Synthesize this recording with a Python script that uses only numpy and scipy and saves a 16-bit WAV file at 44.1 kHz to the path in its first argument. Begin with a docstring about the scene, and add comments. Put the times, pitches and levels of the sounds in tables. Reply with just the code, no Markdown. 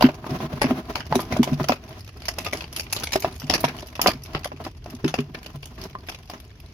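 """Live fish slide out of a plastic box into a plastic tub, close to a two-port microphone.
Bodies thump and heads and fins knock: struck modes of the plastic walls ring and die away.
Wet tails slap and spatter: short noise cracks, each followed by a grainy burst of droplets.
Skins rub and slither: noise through the wall modes and wet hiss, both rising around each event.
A low rumble and a faint hiss, both steady beds of shaped noise, fill the yard."""
import sys
import numpy as np
from scipy import signal
from scipy.fft import rfft, irfft, next_fast_len
from scipy.io import wavfile
from scipy.ndimage import map_coordinates

SR = 44100
rng = np.random.default_rng(int(sys.argv[2]) if len(sys.argv) > 2 else 0)


def bounce(signal):
    """Save signal as a 16-bit WAV file at the path given by the first command-line argument."""
    frames = np.transpose(np.atleast_2d(signal))
    limited = np.clip(frames, -1, 1)
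    pcm = np.round(limited * 32767).astype(np.int16)
    wavfile.write(sys.argv[1], SR, pcm)


N = 296793

# Soft bodies landing on the plastic: (t/s, peak level/dB, favoured f/Hz)
THUMPS = [(0.039, -0.5, 281), (0.31, -17.5, 222), (0.426, -22.5, 222), (0.532, -24, 127), (0.641, -12, 235),
          (0.706, -11.5, 268), (1.103, -22, 140), (1.153, -10, 263), (1.325, -21, 145), (1.393, -4.5, 240),
          (1.515, -11.5, 151), (1.601, -15, 245), (1.696, -15.5, 212), (3.432, -25, 146), (4.142, -29, 151),
          (3.499, -18.5, 420), (3.636, -16, 212), (4.346, -29, 149), (4.529, -30, 266), (4.935, -27.5, 246),
          (5.041, -9.5, 274), (5.185, -12.5, 283), (5.291, -31, 157), (5.542, -29, 147)]
# Heads and fins rapping the plastic: (t/s, peak level/dB, favoured f/Hz)
KNOCKS = [(0.01, -8, 720), (0.025, -2.5, 794), (0.088, -11.5, 620), (0.243, -23, 1120), (0.266, -19.5, 730),
          (0.404, -20.5, 700), (0.53, -22, 636), (0.643, -15.5, 623), (0.709, -11.5, 690),
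          (0.957, -15, 755), (1.125, -5.5, 860), (1.155, -11.5, 635), (1.193, -12.5, 790),
          (1.325, -13, 600), (1.366, -13.5, 620), (1.475, -14, 646), (1.599, -16, 685), (1.695, -2, 810),
          (2.384, -18, 676), (2.462, -24, 1370), (2.533, -17.5, 684), (3.157, -5, 655), (3.246, -6.5, 600),
          (3.501, -15, 686), (3.534, -14.5, 627), (3.641, -3, 810), (3.829, -24, 600), (3.994, -10.5, 1050),
          (4.061, 0.5, 806), (4.084, -6, 775), (4.351, -24.5, 650), (4.457, -17.5, 700), (4.518, -21, 634),
          (4.602, -24.5, 630), (4.666, -18.5, 666), (4.861, -24.5, 696), (5.349, -30, 715),
          (5.952, -19.5, 880), (6.299, -24, 730), (6.336, -27, 1040)]
# Wet slaps: (t/s, nominal level/dB, fine spray relative to the smack/dB, heard as brightness)
SLAPS = [(0.0084, -18.5, -18), (0.0229, -15.5, -15), (0.0422, -16, -40), (0.616, -13, -17),
         (0.6409, -19.5, -28), (0.6657, -23.5, -37), (0.9549, -17, -20.5), (1.0042, -25, -31),
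         (1.1545, -18.5, -9), (1.203, -27, -5), (1.3229, -19, -23), (1.4302, -16.5, -13),
         (1.531, -33.5, -19), (1.6412, -25, -22), (1.6856, -16, -9), (1.7195, -20, -35), (1.9275, -40, -14),
         (2.2195, -33.5, -11), (2.2539, -26, -10.5), (2.2829, -18, -18), (2.385, -21.5, -9),
         (2.4465, -25.5, -9), (2.4643, -21, -24), (2.5315, -20.5, -11.5), (2.5712, -31, 1),
         (2.6214, -40.5, -12), (2.7273, -31.5, -6), (2.7627, -20.5, -3), (2.7958, -21, -12),
         (2.807, -32, 6), (2.9259, -17, -6), (2.9639, -19, -9.5), (2.9985, -31, -7), (3.0344, -20.5, -12.5),
         (3.0712, -20.5, -17), (3.1213, -21.5, -7), (3.131, -15, -11.5), (3.1572, -22, -2),
         (3.202, -32, 13), (3.222, -23, -7), (3.3985, -30.5, -3), (3.4978, -10, -16), (3.5374, -11, -15.5),
         (3.5532, -17.5, -19), (3.605, -32.5, 13), (3.6438, -15.5, -13.5), (3.6805, -23, -47.5),
         (3.8693, -38.5, 2), (3.9533, -29, -15), (4.015, -13, -2), (4.071, -7, -8.5), (4.105, -27, -35),
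         (4.2348, -34, 5), (4.259, -37.5, -11), (4.348, -18.5, -37), (4.4445, -24.5, -10),
         (4.6488, -30.5, -18), (5.0441, -21.5, -26), (5.0789, -21.5, -15.5), (5.1401, -17, -24.5),
         (5.1876, -25, -25), (5.3467, -25.5, -30), (5.4295, -35.5, -12), (5.461, -31, -13),
         (5.6291, -30.5, -19), (5.656, -34, 2), (5.814, -31.5, -3), (5.8378, -30, -7.5),
         (6.0859, -26.5, -26), (6.094, -25.5, -14), (6.2978, -32.5, -3), (6.3349, -35, -20)]
# Modes of the plastic walls: (f/Hz, level/dB, undamped T60/s)
WALL_MODES = [(99, -3, 0.14), (143.3, 0.5, 0.33), (189.5, -0.5, 0.079), (245.2, 4, 0.14),
              (322.5, 0.5, 0.12), (380.6, -2, 0.18), (627.3, -2, 0.069), (723.5, -8.5, 0.091),
              (877, -13.5, 0.11), (995, -7, 0.083), (1235, -15, 0.26)]
# Likeness of left and right, 1 = identical: (f/Hz, likeness)
STEREO_LIKENESS = [(290, 0.99), (640, 0.92), (1400, 0.01), (15000, 0.0082)]
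# Spectrum of wet skin: (f/Hz, relative level/dB)
WET_SPECTRUM = [(300, -2.5), (700, -1), (1500, -3), (2700, 1.5), (3900, -5.5), (4900, -1.5), (6500, -7.5),
                (12500, -17), (15400, -25.5), (16700, -67)]


def amp(db):
    """Gain of a level in dB."""
    return 10 ** (np.asarray(db) / 20)


def unit(x):
    """Scaled to rms 1."""
    return x / np.sqrt(np.mean(x ** 2) + 1e-20)


def along(points, hz):
    """Curve of (Hz, value) points, read on a log frequency axis."""
    f, v = np.transpose(points)
    return np.interp(np.log(hz + 1), np.log(f + 1), v)


def wet_gain(hz):
    """Gain of the wet-skin spectrum."""
    return amp(along(WET_SPECTRUM, hz))


def wobble(rate):
    """A smooth random curve with rate knots a second."""
    knots = rng.standard_normal(int(N * rate / SR) + 4)
    return map_coordinates(knots, [np.arange(N) * rate / SR])


def filtered(x, response):
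    """Filters x with a response given as a function of frequency."""
    m = next_fast_len(N + 8192)  # padding keeps the tail from wrapping round
    return irfft(rfft(x, m) * response(np.fft.rfftfreq(m, 1 / SR)), m)[..., :N]


def mid_side_gains(hz):
    """Shares of mid and side noise that give the left-right likeness at each frequency."""
    turn = np.arccos(np.clip(along(STEREO_LIKENESS, hz), -1, 1)) / 2
    return np.array([np.cos(turn), np.sin(turn)])


def rush(gain):
    """Stereo noise of rms 1: alike in the bass, unrelated in the treble."""
    noise = rng.standard_normal((2, N))
    mid, side = filtered(noise, lambda hz: gain(hz) * mid_side_gains(hz))
    return unit(np.array([mid + side, mid - side]))


def add(track, s, sound):
    """Mixes a sound into a track at time s."""
    start = max(round(s * SR), 0)
    track[..., start:start + sound.shape[-1]] += sound


def trail(events, level_db, follows, lead_s, t60_s):
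    """Scuffle around each event: builds up just before, dies by 60 dB in t60_s; powers add.

    level_db belongs to a 0 dB event; follows is the share of the event's dB that it takes on."""
    s, db = np.transpose(events)[:2, :, None]
    steps = np.arange(0, N + 32, 32) / SR
    away_db = -60 * np.maximum((s - steps) / lead_s, (steps - s) / t60_s)
    level = np.sqrt(np.sum(amp(2 * (level_db + follows * db + away_db)), axis=0))
    return np.interp(np.arange(N) / SR, steps, level)


def wall_response(hz):
    """Sum of the wall modes as resonant bands, narrower where the ring is longer."""
    total = 0
    for mode_hz, db, t60 in WALL_MODES:
        width = 1j * hz * (3 / t60)
        total = total + amp(db) * width / (mode_hz * mode_hz - hz * hz + width)
    return total


def sliding():
    """Bodies rub the walls into their modes; wet skins hiss and smack faintly at random."""
    # How much the heap of fish slides about: (t/s, rub on the plastic level/dB, nominal wet slither level/dB)
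    stir = [(0.0, -45.5, -69), (1.05, -41.5, -52), (1.55, -43, -48), (1.93, -44.5, -52),
            (2.08, -62.5, -45.5), (2.25, -51.5, -65), (2.44, -42, -42.5), (2.81, -49.5, -43),
            (3.07, -48.5, -44.5), (3.32, -51, -49), (3.6, -42, -46), (3.75, -51, -48.5), (4.4, -46.5, -56),
            (4.72, -67.5, -62.5), (4.91, -42.5, -48), (5.04, -56, -54), (5.23, -56, -81), (5.77, -52, -61),
            (6.19, -52.5, -55.5), (6.73, -62.5, -53.5)]
    # A fish slides along the plastic: (start t/s, length/s, nominal wet slither level/dB)
    slide_events = [(0.252, 0.22, -46), (0.519, 0.084, -53.5), (0.783, 0.19, -55), (4.022, 0.035, -33),
                    (5.775, 0.095, -49), (6.035, 0.13, -49)]
    edge_s, rub_over_slither_db = 0.013, 1.5  # fade at either end of a slide; its rub level
    squirm_db, flutter_db = 5.5, 4.47
    now = np.arange(N) / SR

    start, length, slide_db = np.transpose(slide_events)[..., None]
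    to_edge = np.minimum(now - start, start + length - now)
    slides = np.sum(amp(slide_db) * np.clip(to_edge / edge_s, 0, 1), axis=0)

    s, rub_db, wet_db = np.transpose(stir)
    rub = amp(np.interp(now, s, rub_db)) + amp(rub_over_slither_db) * slides
    rub += trail(THUMPS + KNOCKS, level_db=-31, follows=0.71, lead_s=0.048, t60_s=0.23)
    wet = amp(np.interp(now, s, wet_db)) + slides
    wet += trail(SLAPS, level_db=-39, follows=0.41, lead_s=0.15, t60_s=0.53)

    squirm = squirm_db * np.tanh(wobble(21.93))  # the wriggling swells and ebbs within bounds
    rubbing = rub * amp(squirm + flutter_db * wobble(60)) * rush(wall_response)
    hiss = wet * amp(squirm - 9.5) * rush(wet_gain)

    # faint smacks at random times, stronger where the slither is stronger
    when = rng.uniform(size=450) * now[-1]
    size_db = 20 * np.log10(np.interp(when, now, wet)) + 5 + 5 * rng.standard_normal(size=450)
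    spray_db = -15 + 6 * rng.standard_normal(size=450)
    return rubbing + hiss + splats(zip(when, size_db, spray_db), spatter_db=-17.5)


def yard():
    """Low rumble, slowly uneven, and a steady hiss."""
    # Spectrum of the rumble: (f/Hz, relative level/dB)
    rumble_spectrum = [(22, -52), (32, -14.5), (76, -5.5), (149, -15), (190, -25), (439, -31), (734, -55),
                       (5400, -88)]
    rumble_db, sway_db, hiss_db = -43, 1.5, -63.0
    sway = amp(rumble_db + sway_db * wobble(2.87))
    rumble = sway * rush(lambda hz: amp(along(rumble_spectrum, hz)))
    return rumble + amp(hiss_db) * rush(wet_gain)


def droplets(count, spread_db):
    """Roughness of wet contact: scattered short spikes over a steady part."""
    places = rng.integers(0, N + SR, count)
    heights = amp(spread_db * rng.exponential(size=count))
    spikes = np.bincount(places, heights, N + SR)
    decay = np.exp(-1 / (0.0033 * SR))  # 3.3 ms time constant
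    return unit(.5 + signal.lfilter([1], [1, -decay], spikes))


def splats(table, spatter_db, colour_db=5):
    """A crack of a few ms, then a spatter of droplets; each splat has a colour of its own."""
    out, t = np.zeros((2, N + SR)), np.arange(5000) / SR
    hz = np.fft.rfftfreq(len(t), 1 / SR)
    stereo = mid_side_gains(hz)
    rise = 1 - np.exp(-t / 0.00082)
    crack = rise * amp(-60 * t / 0.024)
    spatter = rise * amp(spatter_db - 60 * t / 0.14)
    grain = droplets(count=2000, spread_db=-1)
    octaves = np.log2((hz + 1) / 3000)
    presence = (hz > 1500) & (hz < 7000)  # the band that sets the loudness
    for s, db, spray_db in table:
        bumps_db = colour_db * np.interp(octaves, np.linspace(-3, 3, num=31), rng.standard_normal(31))
        tilt_db = (spray_db + 17.5) * np.clip(octaves / 2, -.4, 1)  # more spray brightens the whole splat
        gain = wet_gain(hz) * amp(tilt_db + bumps_db)
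        gain /= np.sqrt(2 * np.sum(gain[presence] ** 2) / len(t))
        mid, side = irfft(rfft(rng.standard_normal((2, len(t)))) * gain * stereo)
        lean = amp(0.82 * rng.standard_normal() * np.array([[1], [-1]]))  # towards left or right
        shape = crack + spatter * grain[round(s * SR):][:len(t)]
        add(out, s, amp(db - 1.5) * lean * shape * np.array([mid + side, mid - side]))
    return out[:, :N]


def slaps():
    """Tails and flanks smack the tub and each other; every knock on the plastic carries a dull smack too."""
    dull = [(s, db - 18.0, -32) for s, db, _ in KNOCKS]
    return splats(SLAPS + dull, spatter_db=-8.5)


def blows(table, reach_oct, contact_cycles, damping):
    """Each blow rings the wall modes near its favoured pitch; the body swells the ring, then damps it."""
    out, t = np.zeros((2, N + SR)), np.arange(SR // 3) / SR
    hz, db, t60 = np.transpose(WALL_MODES)[..., None]
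    chance = rng.standard_normal((len(table), len(WALL_MODES), 2))
    for (s, peak_db, favoured_hz), luck in zip(table, chance):
        near_db = -6 * (np.log2(hz / favoured_hz) / reach_oct) ** 2
        swell = 1 - np.exp(-(t * favoured_hz / contact_cycles) ** 2)
        tone = np.sin(2 * np.pi * hz * (1 + 0.037 * luck[:, 1:]) * t)  # every blow detunes the modes
        mode_db = db + near_db + 5.6 * luck[:, :1] - 60 * damping * t / t60
        ring = swell * np.sum(amp(mode_db) * tone, axis=0)
        ring *= amp(peak_db) / np.abs(ring).max()
        lag = abs(6 * luck[0, 1]) / SR  # the left port is a little further from the spot that is hit
        add(out[0], s + lag, ring)
        add(out[1], s, ring)
    return out[:, :N]


def knocks():
    """Hard heads and fins rap the plastic: a brief contact rings the higher wall modes."""
    return blows(KNOCKS, reach_oct=0.51, contact_cycles=0.18, damping=1.91)


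def thumps():
    """Soft bodies land on the plastic: a slow contact swells mostly the lower wall modes."""
    return blows(THUMPS, reach_oct=0.65, contact_cycles=1.0, damping=1.6)


def scene():
    """Everything that reaches the microphone."""
    return thumps() + knocks() + slaps() + sliding() + yard()


def record(dry):
    """The microphone loses the deepest bass and a band of treble, rounds off loud peaks, then band-limits."""
    def colour(hz):
        treble_dip_db = -16 * np.exp(-(np.log2((hz + 1) / 8100) / 0.23) ** 2)
        bass_loss = 1 + (30 / (hz + 1)) ** 8
        return amp(treble_dip_db) / bass_loss

    top_hz = 16800
    heard = filtered(dry, colour)
    rounded = heard / (1 + np.abs(heard) ** 6) ** (1 / 6)
    return filtered(rounded, lambda hz: hz < top_hz)


dry = scene()
out = record(dry)
bounce(out)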